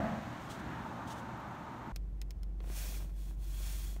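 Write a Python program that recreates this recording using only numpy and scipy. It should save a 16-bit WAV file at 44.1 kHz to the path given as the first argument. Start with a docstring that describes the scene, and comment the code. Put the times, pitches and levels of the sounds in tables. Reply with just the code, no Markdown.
"""On a fuel station forecourt, a pump hums under the rumble and tyre noise of traffic, while a louder
vehicle fades and a sleeve brushes by. Then the scene changes to the inside of an idling car.
The engine's firing makes a deep drone, and a small plastic part snaps and rings four times.
Cloth slides in long soft strokes, its fibres catching and slipping, and a hand makes dull knocks."""
import sys
import numpy as np
from scipy import signal
from scipy.fft import rfft, irfft
from scipy.io import wavfile
from scipy.ndimage import uniform_filter1d

SR = 44100
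rng = np.random.default_rng(int(sys.argv[2]) if len(sys.argv) > 2 else 0)


def persist_wave(psi):
    """Save psi, clipped to +-1, as 16-bit WAV."""
    counts = np.round(np.clip(psi, -1, 1) * 32767).astype(np.int16)
    wavfile.write(sys.argv[1], SR, np.atleast_2d(counts).T)


N = 176400
T = np.arange(N) / SR
FREQS = np.arange(N // 2 + 1) * SR / N   # the frequencies of a spectrum, in Hz


def from_db(db):
    """Turn decibels into a number to multiply by."""
    return 10 ** (np.asarray(db) / 20)


def rms_one(x):
    """Scale a sound so that its average strength (rms) is 1."""
    return x / np.sqrt(np.mean(x ** 2) + 1e-20)


def level(rows):
    """A loudness curve through points of (time [s], level [dB])."""
    return from_db(np.interp(T, *np.transpose(rows)))


def colour(x, spectrum):
    """Shape a sound by (frequency [Hz], level [dB]) rows, falling steeply past the ends; strength 1."""
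    hz, db = np.transpose(spectrum)
    octave, known = np.log2(FREQS + 1e-3), np.log2(hz)
    octaves_outside = np.abs(octave - np.clip(octave, known[0], known[-1]))
    gain = from_db(np.interp(octave, known, db) - 36 * octaves_outside)
    return rms_one(irfft(rfft(x) * gain, N))


def noise(spectrum):
    """Noise of strength 1 with the given mix of low and high frequencies."""
    return colour(rng.standard_normal(N), spectrum)


def drift(rate_hz):
    """A smooth random wobble of strength 1, mostly slower than the given rate."""
    return rms_one(irfft(rfft(rng.standard_normal(N)) / (1 + (FREQS / rate_hz) ** 4), N))


def unevenness(depth_db):
    """Quick random changes of level."""
    return from_db(depth_db * drift(46))


def resonant_noise(rows):
    """Noise ringing in bands of (frequency [Hz], width [Hz], level [dB])."""
    out = 0
    for hz, width, db in rows:
        band = signal.butter(2, [max(hz - width / 2, 10), hz + width / 2], "band", fs=SR, output="sos")
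        out = out + from_db(db) * rms_one(signal.sosfilt(band, rng.standard_normal(N + SR))[SR:])
    return out


def tone(hz, waver):
    """A pure tone whose strength wavers around 1."""
    turns = np.cumsum(hz * np.ones(N)) / SR + rng.random()
    return np.sqrt(2) * np.sin(2 * np.pi * turns) * (1 + waver * drift(7.3))


def ring(x, hz, t60):
    """Each click in x starts a tone that fades by 60 dB in t60 seconds."""
    decay, angle = from_db(-60 / (t60 * SR)), 2 * np.pi * hz / SR
    return signal.lfilter([0, np.sin(angle)], [1, -2 * decay * np.cos(angle), decay * decay], x + 1e-18)


def swells(rows):
    """A loudness curve of rounded bumps (time [s], level [dB], rise [s], fall [s])."""
    return sum(from_db(db) * np.exp(-.5 * ((T - s) / np.where(T < s, rise, fall)) ** 2)
               for s, db, rise, fall in rows)


def blows(rows, attack_s, t60):
    """A loudness curve of hits (time [s], level [dB]) that rise fast and die away."""
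    ages = [(np.maximum(T - s, 0), db) for s, db, *_ in rows]
    return sum((1 - np.exp(-age / attack_s)) * from_db(db - np.minimum(60 * age / t60, 200))
               for age, db in ages)


def grains(per_s, spread_db):
    """Random clicks of uneven size."""
    pulses = (rng.random(N) < per_s / SR) * rng.choice([-1, 1], N)
    return pulses * from_db(spread_db * np.minimum(rng.exponential(1, N), 4))


def evened(x, size=220):
    """Noise with its quick swings of level taken out."""
    return x / np.sqrt(uniform_filter1d(x ** 2, size) + 1e-9)


def traffic():
    """Engines rumble, tyres hiss and swell twice, and a far hiss slowly fades."""
    # the sound of the engines, tyres, far hiss and tyre swells (frequency [Hz], relative level [dB])
    rumble = [(22, -22), (38, -14), (65, -3), (92, -4.5), (118, -2.5), (140, -4), (169, 0.5), (327, -5),
              (456, -21), (520, -17), (680, -53), (1140, -120)]
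    tyres = [(250, -13), (420, -8.5), (460, -11.5), (556, -5), (730, -2.5), (825, -2), (910, -1),
             (1040, -3.5), (1490, -6.5), (2630, -25), (3000, -26.5), (3900, -29), (6600, -120)]
    air = [(1290, -9), (2200, -2.5), (2790, -7), (3890, -9.5), (4330, -10.5), (4940, -16), (6120, -13.5),
           (6980, -14.5), (7710, -19.5), (8440, -19.5), (10400, -27), (12000, -25.5), (13200, -22.5),
           (15800, -33)]
    surge = [(1200, -6), (1700, 6.5), (2400, -8), (3500, -10.5), (5000, -27.5)]
    # how loud the engines and the tyres are (time [s], level [dB])
    rumble_level = [(0, -42.5), (.3, -48.5), (.58, -47), (.68, -43.5), (.8, -46.5), (1.2, -46.5),
                    (1.38, -47), (1.55, -48.5), (1.92, -48)]
    tyre_level = [(0, -46), (.25, -49.5), (.55, -48), (.72, -47.5), (.98, -47), (1.15, -47), (1.5, -48.5),
                  (1.92, -50)]
    # when the tyre hiss swells (time [s], level [dB], rise [s], fall [s])
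    surges = [(.08, -58, 0.09, 0.48), (.71, -56.5, 0.055, 0.099)]
    far_hiss = from_db(-58 - 3.5 * T) * noise(air)
    tyre_swells = swells(surges) * noise(surge)
    return level(rumble_level) * noise(rumble) + level(tyre_level) * noise(tyres) + far_hiss + tyre_swells


def near_vehicle():
    """A nearer vehicle booms and whines, then drops away fast; its lowest rumble fades more slowly."""
    # its lowest rumble (frequency [Hz], relative level [dB])
    deep = [(25, -13), (50, -2), (80, -1)]
    # its boom at the start (frequency [Hz], width [Hz], level [dB])
    boom_bands = [(130, 56, -46.5), (190.4, 61, -41.5), (612, 170, -45), (788, 110, -49),
                  (1410, 770, -48.5)]
    # its whines at the start (frequency [Hz], level [dB])
    whine_tones = [(221, -43), (645, -46.5), (700, -45), (835, -51)]
    hold_s, fade_db_per_s, faint_db = 0.076, 78, -33
    fade = from_db(-fade_db_per_s * np.maximum(T - hold_s, 0)) + from_db(faint_db)
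    rumble = from_db(-51.5 - 14 * T) * noise(deep)
    boom = resonant_noise(boom_bands)
    whine = sum(from_db(db) * tone(hz * (1 + .013 * drift(24.4)), waver=0.32) for hz, db in whine_tones)
    return rumble + fade * (boom + whine)


def pump():
    """The pump's motor hums, a thin hiss flickers and fuel rushes in the pipes."""
    # the motor's tones (frequency [Hz], level [dB])
    motor_tones = [(77, -65), (120.3, -55.5), (1088, -65), (1275, -69), (1512, -76)]
    # the thin hiss and the rushing fuel (frequency [Hz], width [Hz], level [dB])
    hiss_bands = [(13100, 550, -88)]
    flow_bands = [(902, 110, -53.5), (1197, 120, -61.5)]
    hum = sum(from_db(db) * tone(hz * (1 + 0.00396 * drift(6.9)), waver=0.31) for hz, db in motor_tones)
    hiss = resonant_noise(hiss_bands) * unevenness(depth_db=5.0)
    flow_rise = np.interp(T, (0.6, 0.71), [0, 1])   # the rush comes up as the pump gets near
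    return hum + hiss + flow_rise * resonant_noise(flow_bands)


def sleeve():
    """A sleeve brushes by in short, bright puffs of noise."""
    # the brushes (time [s], level [dB], rise [s], fall [s])
    brushes = [(.425, -67, .02, 0.05), (.507, -53.5, 0.007, 0.014), (.535, -60, .012, 0.03),
               (.6, -63, 0.005, .007), (1.081, -56.5, .006, 0.011), (1.112, -53, 0.01, 0.021),
               (1.176, -61, .012, 0.028)]
    # the sleeve's hiss (frequency [Hz], relative level [dB])
    hiss = [(1800, -32), (3000, 8), (4500, -0.5), (6500, 2), (9000, -3.5), (11000, -9), (15500, -11)]
    return swells(brushes) * noise(hiss) * unevenness(depth_db=1.7)


def idle():
    """The engine's firing drones through the cabin, with weaker tones, a fan's hum and soft rumble."""
    # how loud the drone is (time [s], level [dB])
    drone_level = [(1.93, -39), (2.15, -40), (2.28, -40), (2.35, -43), (2.44, -38.5), (2.8, -38.5),
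                   (3.3, -39.5), (3.6, -37), (4, -40)]
    # weaker engine tones (multiple of the firing rate, level [dB])
    engine_tones = [(.5, -70), (1.5, -65), (2, -64), (2.5, -62.5), (3, -66), (4, -69)]
    # hum of the fan and belt-driven parts (frequency [Hz], level [dB])
    fan_tones = [(162.5, -65), (175, -66.5), (333, -70.5)]
    # cabin noise and the shaking of the car's body (frequency [Hz], relative level [dB])
    cabin_noise = [(53, -29), (90, -16), (119, -23), (165, -22.5), (249, -31), (310, -27.5), (365, -31.5),
                   (508, -39), (853, -41), (910, -48), (1040, -41.5), (1130, -47.5), (4050, -62),
                   (15800, -70.5)]
    body_shake = [(15, -22), (28, -5), (45, 4), (70, 7.5), (95, -22), (130, -20)]
    firing_hz = 48.1 * (1 + 0.0052 * drift(3.45))
    weak_tones = sum(from_db(db) * tone(k * firing_hz, waver=0.28) for k, db in engine_tones)
    hum = sum(from_db(db) * tone(hz * (1 + .003 * drift(3.14)), waver=0.2) for hz, db in fan_tones)
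    rumble = from_db(-56.5) * noise(cabin_noise) + from_db(-53.5) * noise(body_shake)
    drone = level(drone_level) * tone(firing_hz, waver=0.046)
    return drone + weak_tones + hum + rumble


def plastic_clicks():
    """Each click is two quick contacts that snap and ring a plastic part; the cabin adds a short echo."""
    # the clicks (time [s], strength of the first contact [dB], brightness [Hz])
    clicks = [(1.9606, -31.5, 11000), (2.2156, -34.5, 14000), (2.3067, -37.5, 10500), (2.432, -43, 9500)]
    # the tones the part rings at (frequency [Hz], relative level [dB], time to fade by 60 dB [s])
    part_tones = [(950, -22, .007), (1650, -28, 0.0048), (2460, -19.5, 0.011), (2770, -24, 0.0087),
                  (4090, -13.5, 0.0063), (5300, -8, 0.009), (5900, -5.5, 0.005), (7300, -10, 0.003),
                  (9600, -11, 0.0024), (11500, -12, 0.0023), (13300, -11, 0.0025)]
    # the cabin's echo (frequency [Hz], relative level [dB])
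    echo_colour = [(500, 0), (1300, -2.5), (2400, 2), (5500, -3), (8500, -10), (13000, -10), (16000, -8)]
    second_gap_s, second_boost_db = .00043, 2
    contacts = np.zeros(N)
    for s, db, bright_hz in clicks:
        hit = np.zeros(N)
        hit[int(s * SR)] = from_db(db)
        hit[int((s + second_gap_s) * SR)] += from_db(db + second_boost_db)
        softness = np.exp(-2 * np.pi * bright_hz / SR)
        contacts += signal.lfilter([1 - softness], [1, -softness], hit + 1e-18)
    ringing = sum((-1) ** k * from_db(db) * ring(contacts, hz, t60)
                  for k, (hz, db, t60) in enumerate(part_tones))
    snap = from_db(-10) * signal.sosfilt(signal.butter(1, 1500, "high", fs=SR, output="sos"), contacts)
    echo = from_db(-13) * blows(clicks, attack_s=0.0002, t60=0.035) * noise(echo_colour)
    return snap + ringing + echo


def cloth():
    """Countless fibres catch and slip: a bright, finely grained rush over a duller, stuttering rub."""
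    # the speed of the sliding cloth, heard as loudness (time [s], level [dB])
    slide = [(2.57, -88), (2.64, -69.5), (2.71, -57.5), (2.77, -47.5), (2.87, -49.2), (2.97, -53),
             (3.04, -62), (3.125, -74.5), (3.2, -63.5), (3.3, -64), (3.365, -77), (3.43, -62),
             (3.57, -55.5), (3.69, -50.5), (3.8, -52.5), (3.88, -55), (3.94, -59), (4, -71)]
    # the bright rush and the dull rub (frequency [Hz], relative level [dB])
    rush_colour = [(240, -27), (400, -35), (520, -2.5), (1170, -3.5), (1290, -5.5), (1480, -2),
                   (2210, -3.5), (2420, -1), (3090, -4.5), (3340, -3.5), (4830, -1.5), (6180, -2.5),
                   (10400, -3), (14400, -4), (15800, -2)]
    rub_colour = [(200, 12.5), (400, -5), (600, 2.5), (1000, -8), (2500, -10), (4500, -21), (9000, -35)]
    # ringing bands (frequency [Hz], width [Hz], relative level going [dB], relative level returning [dB])
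    bands = [(2443, 110, -16, -24), (3350, 240, -16, -12), (5450, 330, -17, -25), (6180, 600, -15, -23),
             (6870, 300, -20, -16.5), (8060, 130, -19, -21), (9350, 260, -24, -18)]
    # where the first stroke presses harder (time [s], level [dB], rise [s], fall [s])
    presses = [(2.675, -56.5, 0.035, 0.057), (2.9, -59, 0.089, 0.13)]
    turn_s, slip_s = 3.12, 0.0085   # when the hand turns back; how long a small slip lasts
    going = resonant_noise([(hz, width, db) for hz, width, db, _ in bands])
    returning = resonant_noise([(hz, width, db) for hz, width, _, db in bands])
    hiss = from_db(-0.5) * noise(rush_colour)
    fibres = from_db(-7.5) * colour(grains(per_s=6800, spread_db=1), rush_colour)
    rush = close_surfaces(hiss + fibres) + np.where(T < turn_s, going, returning)
    catches = np.abs(grains(per_s=180, spread_db=3.0))
    slips = rms_one(signal.lfilter([1], [1, -np.exp(-1 / (slip_s * SR))], catches + 1e-18))
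    return level(slide) * rush * unevenness(depth_db=0.58) + swells(presses) * noise(rub_colour) * slips


def close_surfaces(x, count=10):
    """Quick echoes off the cabin make some frequencies a little louder and others softer."""
    # lasting dips in the cloth's sound (frequency [Hz], width [Hz], level change [dB])
    notches = [(4900, 350, -7), (7650, 300, -2), (10350, 480, -7)]
    delays_s = rng.uniform(.002, .014, count)
    echoes = 1 + from_db(-20.5) * sum(np.exp(-2j * np.pi * FREQS * delay) for delay in delays_s)
    dips = from_db(sum(db * np.exp(-(2 * (FREQS - hz) / width) ** 2) for hz, width, db in notches))
    return irfft(rfft(x) * echoes * dips, N)


def knocks():
    """A hand bumps and catches in soft thuds that die fast, some with the hard tick of a nail."""
    # the bumps (time [s], thud level [dB], extra tick level [dB])
    bumps = [(2.603, -46.5, 5.5), (2.640, -48, -2), (2.658, -52, -10), (2.673, -49.5, -10),
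             (2.699, -43, -10), (2.772, -51, -5), (2.856, -48, 3), (2.902, -50.5, -5), (2.921, -51, -5),
             (2.942, -46, 0), (2.968, -52, 0), (3.003, -49, -8), (3.023, -49, -8), (3.044, -50, 0),
             (3.309, -54, 7), (3.603, -51, -5), (3.925, -52, -5), (3.963, -47.5, -7), (3.985, -54, -5)]
    # the hand's thud and the nail's tick (frequency [Hz], relative level [dB])
    thud_colour = [(120, -1), (300, 4), (560, 5), (900, -5), (1500, -9.5), (3300, -17), (6000, -35)]
    tick_colour = [(900, 4), (3300, 1), (5500, -7), (14000, -18)]
    nail_hits = [(s, db - 14 + extra_db) for s, db, extra_db in bumps]
    thuds = blows(bumps, attack_s=0.0007, t60=0.04) * evened(noise(thud_colour))
    ticks = blows(nail_hits, attack_s=0.00033, t60=0.016) * noise(tick_colour)
    return thuds + ticks


def scene():
    """The forecourt, then suddenly the inside of the car."""
    change_s = 1.922
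    forecourt = traffic() + near_vehicle() + pump() + sleeve()
    cabin = idle() + plastic_clicks() + cloth() + knocks()
    outside = np.clip(np.minimum(T, change_s - T) / .002, 0, 1)
    inside = np.clip((T - change_s) / .004, 0, 1)
    return (outside * forecourt + inside * cabin)[None]


def record(dry):
    """A steep filter takes away the very highest treble."""
    cutoff_hz = 15680
    return signal.sosfilt(signal.ellip(12, .1, 80, cutoff_hz, fs=SR, output="sos"), dry)


dry = scene()
out = record(dry)
persist_wave(out)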